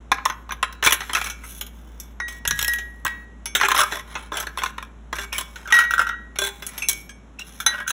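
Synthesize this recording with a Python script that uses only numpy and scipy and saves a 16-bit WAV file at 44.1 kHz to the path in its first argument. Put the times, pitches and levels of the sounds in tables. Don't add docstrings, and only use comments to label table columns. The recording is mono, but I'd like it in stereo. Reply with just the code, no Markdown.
import sys
import numpy as np
from scipy import signal
from scipy.fft import rfft, irfft
from scipy.io import wavfile
from scipy.ndimage import uniform_filter1d

SR = 44100
rng = np.random.default_rng(int(sys.argv[2]) if len(sys.argv) > 2 else 0)


def persist_wave(psi):
    counts = np.round(np.clip(psi, -1, 1) * 32767).astype(np.int16)
    wavfile.write(sys.argv[1], SR, np.atleast_2d(counts).T)


N = 349272

# f/Hz, relative level/dB
AIR_SPECTRUM = [(20, -73), (45, -68.5), (80, -3.5), (130, -1.5), (220, 3), (330, -5.5), (600, -11.5),
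                (1200, -14), (2500, -21.5), (5000, -27), (10000, -34), (16000, -70.5)]
# f/Hz, level/dB
HUM_TONES = [(56.9, -44.5), (51.3, -64)]
# t/s, gain/dB
HUM_DRIFT = [(0, 1.5), (2.699, 4.5), (3.2, 0), (5.2, 3), (7.9, -4)]
# f/Hz, relative level/dB
BODY_COLOUR = [(250, -14.5), (420, -7), (650, -10), (900, 2.5), (1100, -1), (1400, 8), (1750, 3),
               (2300, 4.5), (2900, 2.5), (3600, 4), (6200, 2), (7000, -7.5), (8500, 1.5), (15500, -8)]
# t/s, kind, clink level/dB, brightness/dB, ring level/dB
STRIKES = [(.117, "food", -16, -2, -7.5), (.183, "food", -43.5, -12, -32.5), (.254, "food", -20, 6, -27.5),
           (0.258, "food", -25.5, -1.5, -7.5), (.299, "food", -28, -2, -20.5),
           (.492, "food", -38.5, -2.5, -30.5), (0.508, "food", -33.5, -7.5, -35.5),
           (0.521, "food", -28, 5, -21), (.628, "food", -18.5, -0.5, -10.5),
           (.726, "food", -37.5, 4.5, -52.5), (.826, "pot", -20, -2.5, -46), (.847, "rim", -21, 2.5, -14),
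           (.862, "food", -12.5, 4, -20), (0.871, "food", -8, 2, -12), (0.923, "food", -13, 3.5, -24.5),
           (0.927, "tongs", -22.5, 8, -51), (1.006, "food", -27.5, 0, -44),
           (1.016, "pot", -31.5, -3.5, -50), (1.095, "pot", -31.5, -7, -43), (1.133, "food", -20.5, 8, -30),
           (1.15, "pot", -15.5, -0.5, -36.5), (1.169, "food", -23.5, -2, -19.5),
           (1.214, "food", -26.5, -2.5, -37), (1.244, "tongs", -33, 3, -49.5),
           (1.299, "tongs", -28.5, -4, -39.5), (1.435, "tongs", -52.5, -27, -43),
           (1.611, "tongs", -26, 0.5, -45), (2, "tongs", -37.5, 5.5, -47),
           (2.201, "ladle", -31.5, -15.5, -23.5), (2.282, "tongs", -30.5, -5.5, -37),
           (2.324, "tongs", -41.5, -1, -48.5), (2.452, "ladle", -23.5, -7.5, -29.5),
           (2.476, "ladle", -19, 5.5, -39), (2.509, "ladle", -16, -3, -28),
           (2.591, "ladle", -19.5, 0, -49.5), (2.614, "ladle", -23, 0, -39),
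           (2.627, "ladle", -20.5, 4, -43), (2.646, "ladle", -21.5, 5, -25), (2.68, "ladle", -19, 5, -16.5),
           (2.735, "ladle", -25, 3.5, -34), (2.785, "tongs", -32, -7.5, -46.5),
           (3.05, "ladle", -32.5, 13.5, -24.5), (3.052, "food", -31, -7, -21),
           (3.457, "tongs", -24.5, -2, -31), (3.551, "tongs", -13, -6.5, -24.5),
           (3.612, "food", -18, -4.5, -13), (3.633, "pot", -19.5, -6, -26.5),
           (3.685, "food", -20.5, 10.5, -12.5), (3.716, "food", -18.5, 2, -9.5),
           (3.747, "food", -24, 0, -14), (3.763, "pot", -18.5, -1, -40.5), (3.79, "pot", -17.5, 5, -30),
           (3.805, "rim", -18.5, 2, -41), (3.922, "pot", -26, -1, -30.5), (4.153, "pot", -30, -5.5, -41.5),
           (4.319, "food", -36, -4, -20.5), (4.337, "pot", -46, -8, -33), (4.37, "tongs", -22.5, -4.5, -57),
           (4.401, "tongs", -30.5, 4.5, -38), (4.469, "food", -26, 0, -127),
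           (4.574, "food", -29, 2.5, -20.5), (4.584, "pot", -27, 2, -39), (4.619, "food", -33, -5, -25),
           (4.635, "food", -21.5, 2.5, -14.5), (4.66, "food", -25, 0, -23), (4.781, "food", -33, -3, -25),
           (4.826, "food", -35, 0.5, -30), (5.128, "food", -26, -1.5, -21), (5.185, "pot", -28.5, -3, -32),
           (5.216, "tongs", -39.5, -7, -60), (5.327, "tongs", -25.5, -8, -29.5),
           (5.382, "tongs", -21, 0, -46), (5.558, "pot", -35, -2.5, -49), (5.675, "pot", -35.5, 1.5, -41),
           (5.704, "judder", -31.5, 4, -36), (5.724, "ladle", -15.5, -7.5, -6),
           (5.741, "rim", -21.5, 0, -27), (5.788, "judder", -18.5, 8, -12.5),
           (5.908, "judder", -27, 7, -21), (5.937, "judder", -27.5, 6.5, -16),
           (5.98, "judder", -29.5, 11.5, -18), (5.993, "judder", -22.5, 2.5, -14),
           (6.014, "judder", -37.5, 13, -18.5), (6.068, "judder", -34.5, 4.5, -20.5),
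           (6.091, "ladle", -29, -7.5, -28), (6.095, "judder", -42, 1, -24.5),
           (6.358, "pot", -35.5, -2.5, -54.5), (6.387, "pot", -18, 6.5, -25.5),
           (6.418, "pot", -26, 8.5, -20.5), (6.438, "rim", -31, 8.5, -26), (6.623, "pot", -31.5, 2, -37.5),
           (6.666, "tongs", -33, 10, -53), (6.779, "tongs", -27, -1.5, -32.5),
           (6.823, "tongs", -29, -3.5, -29), (6.886, "tongs", -17.5, 7.5, -21.5),
           (7.093, "tongs", -38.5, -10, -40), (7.393, "tongs", -32, -5, -54), (7.602, "rim", -27, 0.5, -48),
           (7.663, "rim", -15.5, 1, -5), (7.669, "ladle", -33, -5, -24), (7.878, "rim", -28, -1.5, -27),
           (7.904, "rim", -28.5, -7, -18.5)]
TOUCH = {"food": ("food", "tongs", -37.5, 0, -8.5, 0.069),
         "ladle": ("ladle", "handle", -12.5, -9, -1.6, 0.048),
         "tongs": ("tongs", "pot", -17.5, -13, 1, 0.14), "pot": ("pot", "tongs", -19, -2.9, -9, 0.12),
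         "rim": ("rim", "judder", -2.8, -6.5, -1, 0.17), "judder": ("judder", "ladle", -9, 0.33, -11, 0.19)}
# f/Hz, level/dB, t60/s
FOOD_MODES = [(658, -17, 0.026), (893, -6, 0.014), (1050, 4.5, 0.036), (1234, -1.5, .04),
              (1780, -13.5, 0.022), (3500, -6, 0.055)]
TONGS_MODES = [(2253, -1, 0.43), (2360, -10.5, 0.44), (2799, -22.5, .4), (4840, 4.5, 0.077),
               (5500, -6.5, 0.46), (6300, 0, 0.25), (7100, -24.5, 0.098), (8090, 3, 0.15),
               (10040, -3.5, 0.26)]
POT_MODES = [(398, -7, 0.28), (603, -1, 0.049), (812, -19.5, 0.62), (1056, -3, 0.045), (1430, -29, 0.14),
             (1574, 0.5, 0.21), (2450, -12, 0.31), (3434, 4.5, 0.22), (7500, -4.5, 0.28)]
RIM_MODES = [(3960, 0.5, 0.14), (6140, 7, 0.077), (5400, -6, .04), (13400, -17, 0.073)]
JUDDER_MODES = [(1380, 11, 0.037), (1548, -8, 0.16), (1540, 9.5, 0.027)]
LADLE_MODES = [(1907, -0.5, 0.58), (1170, -30.5, .2), (3800, -13.5, 0.43), (6240, -20, 0.38),
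               (9700, -16.5, 0.23)]
HANDLE_MODES = [(1656, 4, 0.35), (4670, 2, 0.096)]
# f/Hz, t60/s
ROOM_T60 = [(200, .3), (1500, 0.46), (5000, 0.15), (15000, 0.15)]
# start/s, end/s, level/dB, brightness/dB
SCRAPES = [(.826, .96, -27.5, 2), (1.13, 1.32, -36.5, 0), (1.42, 1.621, -51, 10.5), (1.68, 2.17, -64, 1),
           (2.281, 2.399, -55.5, 4.5), (2.46, 2.8, -47.5, 5), (3.05, 3.085, -32, -2),
           (3.579, 3.74, -30.5, -5), (3.74, 3.85, -25, 3), (3.9, 4.02, -38, -1.5), (4.05, 4.3, -50, -1.5),
           (4.31, 4.45, -39, -4), (4.581, 4.72, -47.5, 0), (5.129, 5.26, -39, 0), (5.325, 5.44, -37, 2),
           (5.55, 5.72, -54, -0.5), (5.73, 5.859, -33.5, -2), (6.41, 6.5, -33, 4.5), (6.6, 6.882, -48.5, 0),
           (6.885, 6.947, -33.5, 10.5), (7.419, 7.667, -52.5, 4.5), (7.681, 7.84, -44, -4.5),
           (7.87, 7.92, -37.5, 11.5)]
# t/s, level/dB, f/Hz, t60/s
BUMPS = [(0.865, -24.5, 218, 0.046), (2.479, -30, 110.2, 0.4), (2.511, -30.5, 162.6, 0.19),
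         (2.59, -34.5, 90.5, 0.34), (3.05, -32.5, 84, 0.098), (3.55, -26, 400, 0.07),
         (3.922, -28.5, 440, 0.1), (4.322, -27.5, 440, .1), (5.129, -28.5, 474.5, 0.082)]
# start/s, end/s, f/Hz, level/dB
SQUEAKS = [(3.79, 3.842, 1340, -18), (5.323, 5.383, 2390, -31), (5.656, 5.74, 1416, -32.5),
           (5.737, 5.859, 1430, -25), (5.961, 6.146, 1428, -34.5), (6.821, 6.848, 2570, -24),
           (7.388, 7.424, 2693, -33.5), (7.682, 7.826, 1553, -32.5), (7.865, 7.917, 1563, -32.5)]
# f/Hz, lead of the left/rad
MIC_PHASE = [(0, 0), (600, -.7), (1100, 0), (2000, 1), (2400, 1.9), (3000, 1.3), (3700, 1.6), (4650, 3.14),
             (6900, 6.28), (8950, 9.42), (11000, 12.57), (13150, 15.7), (15200, 18.85), (16500, 19.2)]
# f/Hz, left minus right/dB
MIC_BALANCE = [(200, 1.5), (650, -6.5), (1400, -4), (2400, -6), (3400, 0), (5000, 0.5)]


def amp(db):
    return 10 ** (np.asarray(db) / 20)


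def unit(x, size=None):
    return x / np.sqrt(np.mean(x[..., :size] ** 2, -1, keepdims=True) + 1e-20)


def at_hz(points, hz):
    f, value = np.transpose(points)
    return np.interp(np.log(hz + 1), np.log(f), value)


def add(mix, s, sound):
    part = mix[max(round(s * SR), 0):][:len(sound)]
    part += sound[:len(part)]


def air():
    colour = amp(at_hz(AIR_SPECTRUM, np.fft.rfftfreq(N, 1 / SR)))
    return unit(irfft(rfft(rng.standard_normal(N)) * colour, N))


def hum(waver=.13, waver_hz=3):
    t, f = np.arange(N) / SR, np.fft.rfftfreq(N, 1 / SR)
    slow_noise = irfft(rfft(rng.standard_normal((2, N))) / (1 + (f / waver_hz) ** 4), N)
    flutter, phase = waver * unit(slow_noise)
    drone = sum(amp(db) * np.sqrt(2) * np.sin(2 * np.pi * hz * t + phase) for hz, db in HUM_TONES)
    return drone * (1 + flutter) * amp(np.interp(t, *np.transpose(HUM_DRIFT)))


def crowded_modes(count=330, size=8000, t60=.26, scatter=.86, offset_hz=350):
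    hz = np.geomspace(600, 16600, count) - offset_hz
    hz *= 1 + rng.uniform(-1, 1, count) / count * 2
    t = np.arange(size) / SR
    life = t60 * np.exp(scatter * rng.standard_normal(count))
    waves = np.exp((2j * np.pi * hz - np.log(1000) / life)[:, None] * t)
    waves *= (amp(at_hz(BODY_COLOUR, hz)) * np.sqrt(hz + offset_hz))[:, None]
    knock, treble = 1 / (1 + (hz / 2500) ** 10), 1 / (1 + (6000 / hz) ** 10)
    shares = np.tile([knock, 1 - knock - treble, treble], 2)
    return np.vstack([waves.real, waves.imag]).astype("float32"), shares


def contacts(modes, t60, tail_db, patchy_db=5):
    waves, shares = modes
    chance, favour = rng.standard_normal((len(t60), 2, len(waves))).transpose(1, 0, 2)
    favour = uniform_filter1d(favour[:, :len(waves) // 2], size=9, axis=1)
    weights = (chance * amp(patchy_db * np.tile(unit(favour), 2)))[:, None] * shares
    rings = weights.reshape(-1, len(waves)).astype("float32") @ waves
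    rings = rings.reshape(len(t60), len(shares), -1)
    t = np.arange(waves.shape[1]) / SR
    held = amp(-60 * t / (t60[:, None, None] * np.array([[.9], [.7], [.6]])))
    crack = np.array([[.3], [.9], [1.2]]) * np.exp(-t / .0005)
    swell = 1 - np.exp(-t / np.array([[.001], [.0004], [.0002]]))
    return unit(rings * swell * (held + crack + amp(tail_db)), size=265)


def registers(bright_db, knock_db, treble_db):
    return amp([knock_db - bright_db, 0, treble_db + bright_db])


def rebounds(count=2, gap_s=.02, step_db=-15.5):
    gap, size = rng.standard_normal((len(STRIKES), 2, count)).transpose(1, 0, 2)
    steps = np.array([gap_s * np.exp(.42 * gap), np.minimum(step_db + 3 * size, 0)])
    return np.pad(np.cumsum(steps, axis=2), ((0, 0), (0, 0), (1, 0))).transpose(1, 2, 0)


def strikes(modes, bounces):
    out = np.zeros(N)
    touch = np.array([TOUCH[kind][3:] for _, kind, *_ in STRIKES])
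    colours, t60 = touch[:, :2], touch[:, 2]
    clicks = contacts(modes, t60, tail_db=-29.5)
    for (s, _, db, bright_db, _), colour, click, hops in zip(STRIKES, colours, clicks, bounces):
        sound = amp(db) * registers(bright_db, *colour) @ click
        for delay, hop_db in hops:
            add(out, s + delay, amp(hop_db) * sound)
    return out


def blows_on(name):
    blows = []
    for s, kind, db, _, ring_db in STRIKES:
        struck, shaken, shaken_db = TOUCH[kind][:3]
        if name in (struck, shaken):
            blows.append((s, ring_db if name == struck else db + shaken_db))
    return blows


def ringing(part, blows, vary_db=4):
    out, t = np.zeros(N), np.arange(SR) / SR
    for hz, mode_db, t60 in part:
        mode = np.zeros(N, complex)
        ring = amp(mode_db - 60 * t / t60) * np.exp(2j * np.pi * hz * t) * (1 - np.exp(-t / .0011))
        spread_db = vary_db * min(hz / 4000, 2)
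        for (s, db), (side, luck) in zip(blows, rng.standard_normal((len(blows), 2))):
            swing = 1j * np.sign(side) * np.exp(1j * np.angle(mode[round(s * SR)]))
            add(mode, s, amp(db - spread_db * abs(luck)) * swing * ring)
        out += mode.real
    return out


def room(x, size=18000, echoes_per_s=4000):
    taps = rng.standard_normal(size) * (rng.random(size) < echoes_per_s / SR)
    taps *= np.arange(size) > .005 * SR
    hz, t, spectrum = signal.stft(taps, SR, nperseg=256)
    decay = amp(-60 * t / at_hz(ROOM_T60, hz)[:, None])
    _, tail = signal.istft(spectrum * decay, SR, nperseg=256)
    return signal.fftconvolve(x, tail / np.linalg.norm(tail))[:N]


def glides(drop_db=-22.5, stretch=1.4, longest_s=.25):
    return [(end - .02, end + min(stretch * (end - start), longest_s), db + drop_db, bright_db)
            for start, end, db, bright_db in SCRAPES]


def scrapes(modes, slips_per_s=300, spread_db=5, slip_t60=.039, points=3):
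    out = np.zeros(N)
    all_clicks = contacts(modes, np.full(points * len(SCRAPES), slip_t60), tail_db=-28)
    spots = np.split(all_clicks, len(SCRAPES))
    for (start, end, db, bright_db), clicks in zip(SCRAPES + glides(), spots + spots):
        length = max(round((end - start) * SR), 200)
        chance = rng.random((points, SR // 2))[:, :length]
        size = rng.exponential(1, (points, SR // 2))[:, :length]
        rate = slips_per_s * np.interp(db, [-48, -36], [4, 1])
        slips = (chance < rate / points / SR) * amp(spread_db * np.minimum(size, 3))
        slips *= signal.windows.tukey(size.shape[1], .4)
        slips /= np.sqrt(np.sum(slips ** 2) * np.sum(clicks[:, 1] ** 2) / points / length + 1e-12)
        grains = registers(bright_db, knock_db=-1, treble_db=-1.5) @ clicks
        add(out, start, amp(db) * signal.fftconvolve(slips, grains, axes=1).sum(0))
    return out


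def rubbed(x, part, soft_hz=4000):
    t = np.arange(SR // 2) / SR
    response = np.zeros(len(t))
    for hz, db, t60 in part:
        ring = amp(db - 60 * t / t60) * np.cos(2 * np.pi * hz * t)
        resonant_gain = t60 * SR / (2 * np.log(1000))
        response += ring / resonant_gain / (1 + (hz / soft_hz) ** 4)
    return signal.oaconvolve(x, response)[:N]


def bumps():
    out, t = np.zeros(N), np.arange(SR // 2) / SR
    for s, db, hz, t60 in BUMPS:
        swing = sum(np.sin(2 * np.pi * hz * ratio * t) for ratio in (.72, 1, 1.31)) / 2
        add(out, s, amp(db - 60 * t / t60) * swing)
    return out


def squeaks(slip_s=.0076, chirp_t60=.038, wander=.045, overtone_db=-17, count=40):
    out, t = np.zeros(N), np.arange(SR // 12) / SR
    for start, end, hz, db in SQUEAKS:
        gap, detune, size = rng.standard_normal((3, count))
        onsets = np.cumsum(np.r_[0, slip_s * np.exp(.4 * gap[1:])])
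        phase = 2 * np.pi * hz * (1 + wander * detune[:, None]) * t
        envelope = amp(3.5 * size[:, None] - 60 * t / chirp_t60) * (1 - np.exp(-t / .001))
        chirps = (np.sin(phase) + amp(overtone_db) * np.sin(2 * phase)) * envelope
        stroke, length_s = np.zeros(SR // 3), end - start
        for s, chirp in zip(onsets[onsets < length_s], chirps):
            add(stroke, s, chirp)
        add(out, start, amp(db) * stroke * np.sqrt(length_s * SR) / np.linalg.norm(stroke))
    return out


def microphones(front, side):
    hz = np.fft.rfftfreq(N, 1 / SR)
    lead = np.exp(.5j * np.interp(hz, *np.transpose(MIC_PHASE))) * amp(at_hz(MIC_BALANCE, hz) / 2)
    return irfft(rfft(front) * np.array([lead, 1 / lead]), N) + np.array([side, -side])


def scene(room_db=-18, side_room_db=-21, spread_db=-13, air_db=-50, side_air_db=-60):
    modes, bounces = crowded_modes(), rebounds()
    parts = {"ladle": LADLE_MODES, "handle": HANDLE_MODES, "tongs": TONGS_MODES, "pot": POT_MODES,
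             "food": FOOD_MODES, "rim": RIM_MODES, "judder": JUDDER_MODES}
    sliding = scrapes(modes)
    singing = amp(13) * rubbed(sliding, TONGS_MODES) + amp(7) * rubbed(sliding, POT_MODES)
    rings = sum(ringing(part, blows_on(name)) for name, part in parts.items())
    direct = strikes(modes, bounces) + sliding + singing + squeaks() + bumps() + rings
    front = direct + amp(room_db) * room(direct) + amp(air_db) * air() + hum()
    spread = amp(spread_db) * (strikes(modes, bounces) + scrapes(modes))
    side = spread + amp(side_room_db) * room(direct) + amp(side_air_db) * air()
    return microphones(front, side)


def record(dry, cutoff_hz=15800):
    rounded = dry / (1 + dry ** 4) ** (1 / 4)
    faded = rounded * signal.windows.tukey(N, .003)
    lowpass = signal.firwin(255, cutoff_hz, window=("kaiser", 8), fs=SR)
    return signal.oaconvolve(faded, lowpass[None], "same")


dry = scene()
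out = record(dry)
persist_wave(out)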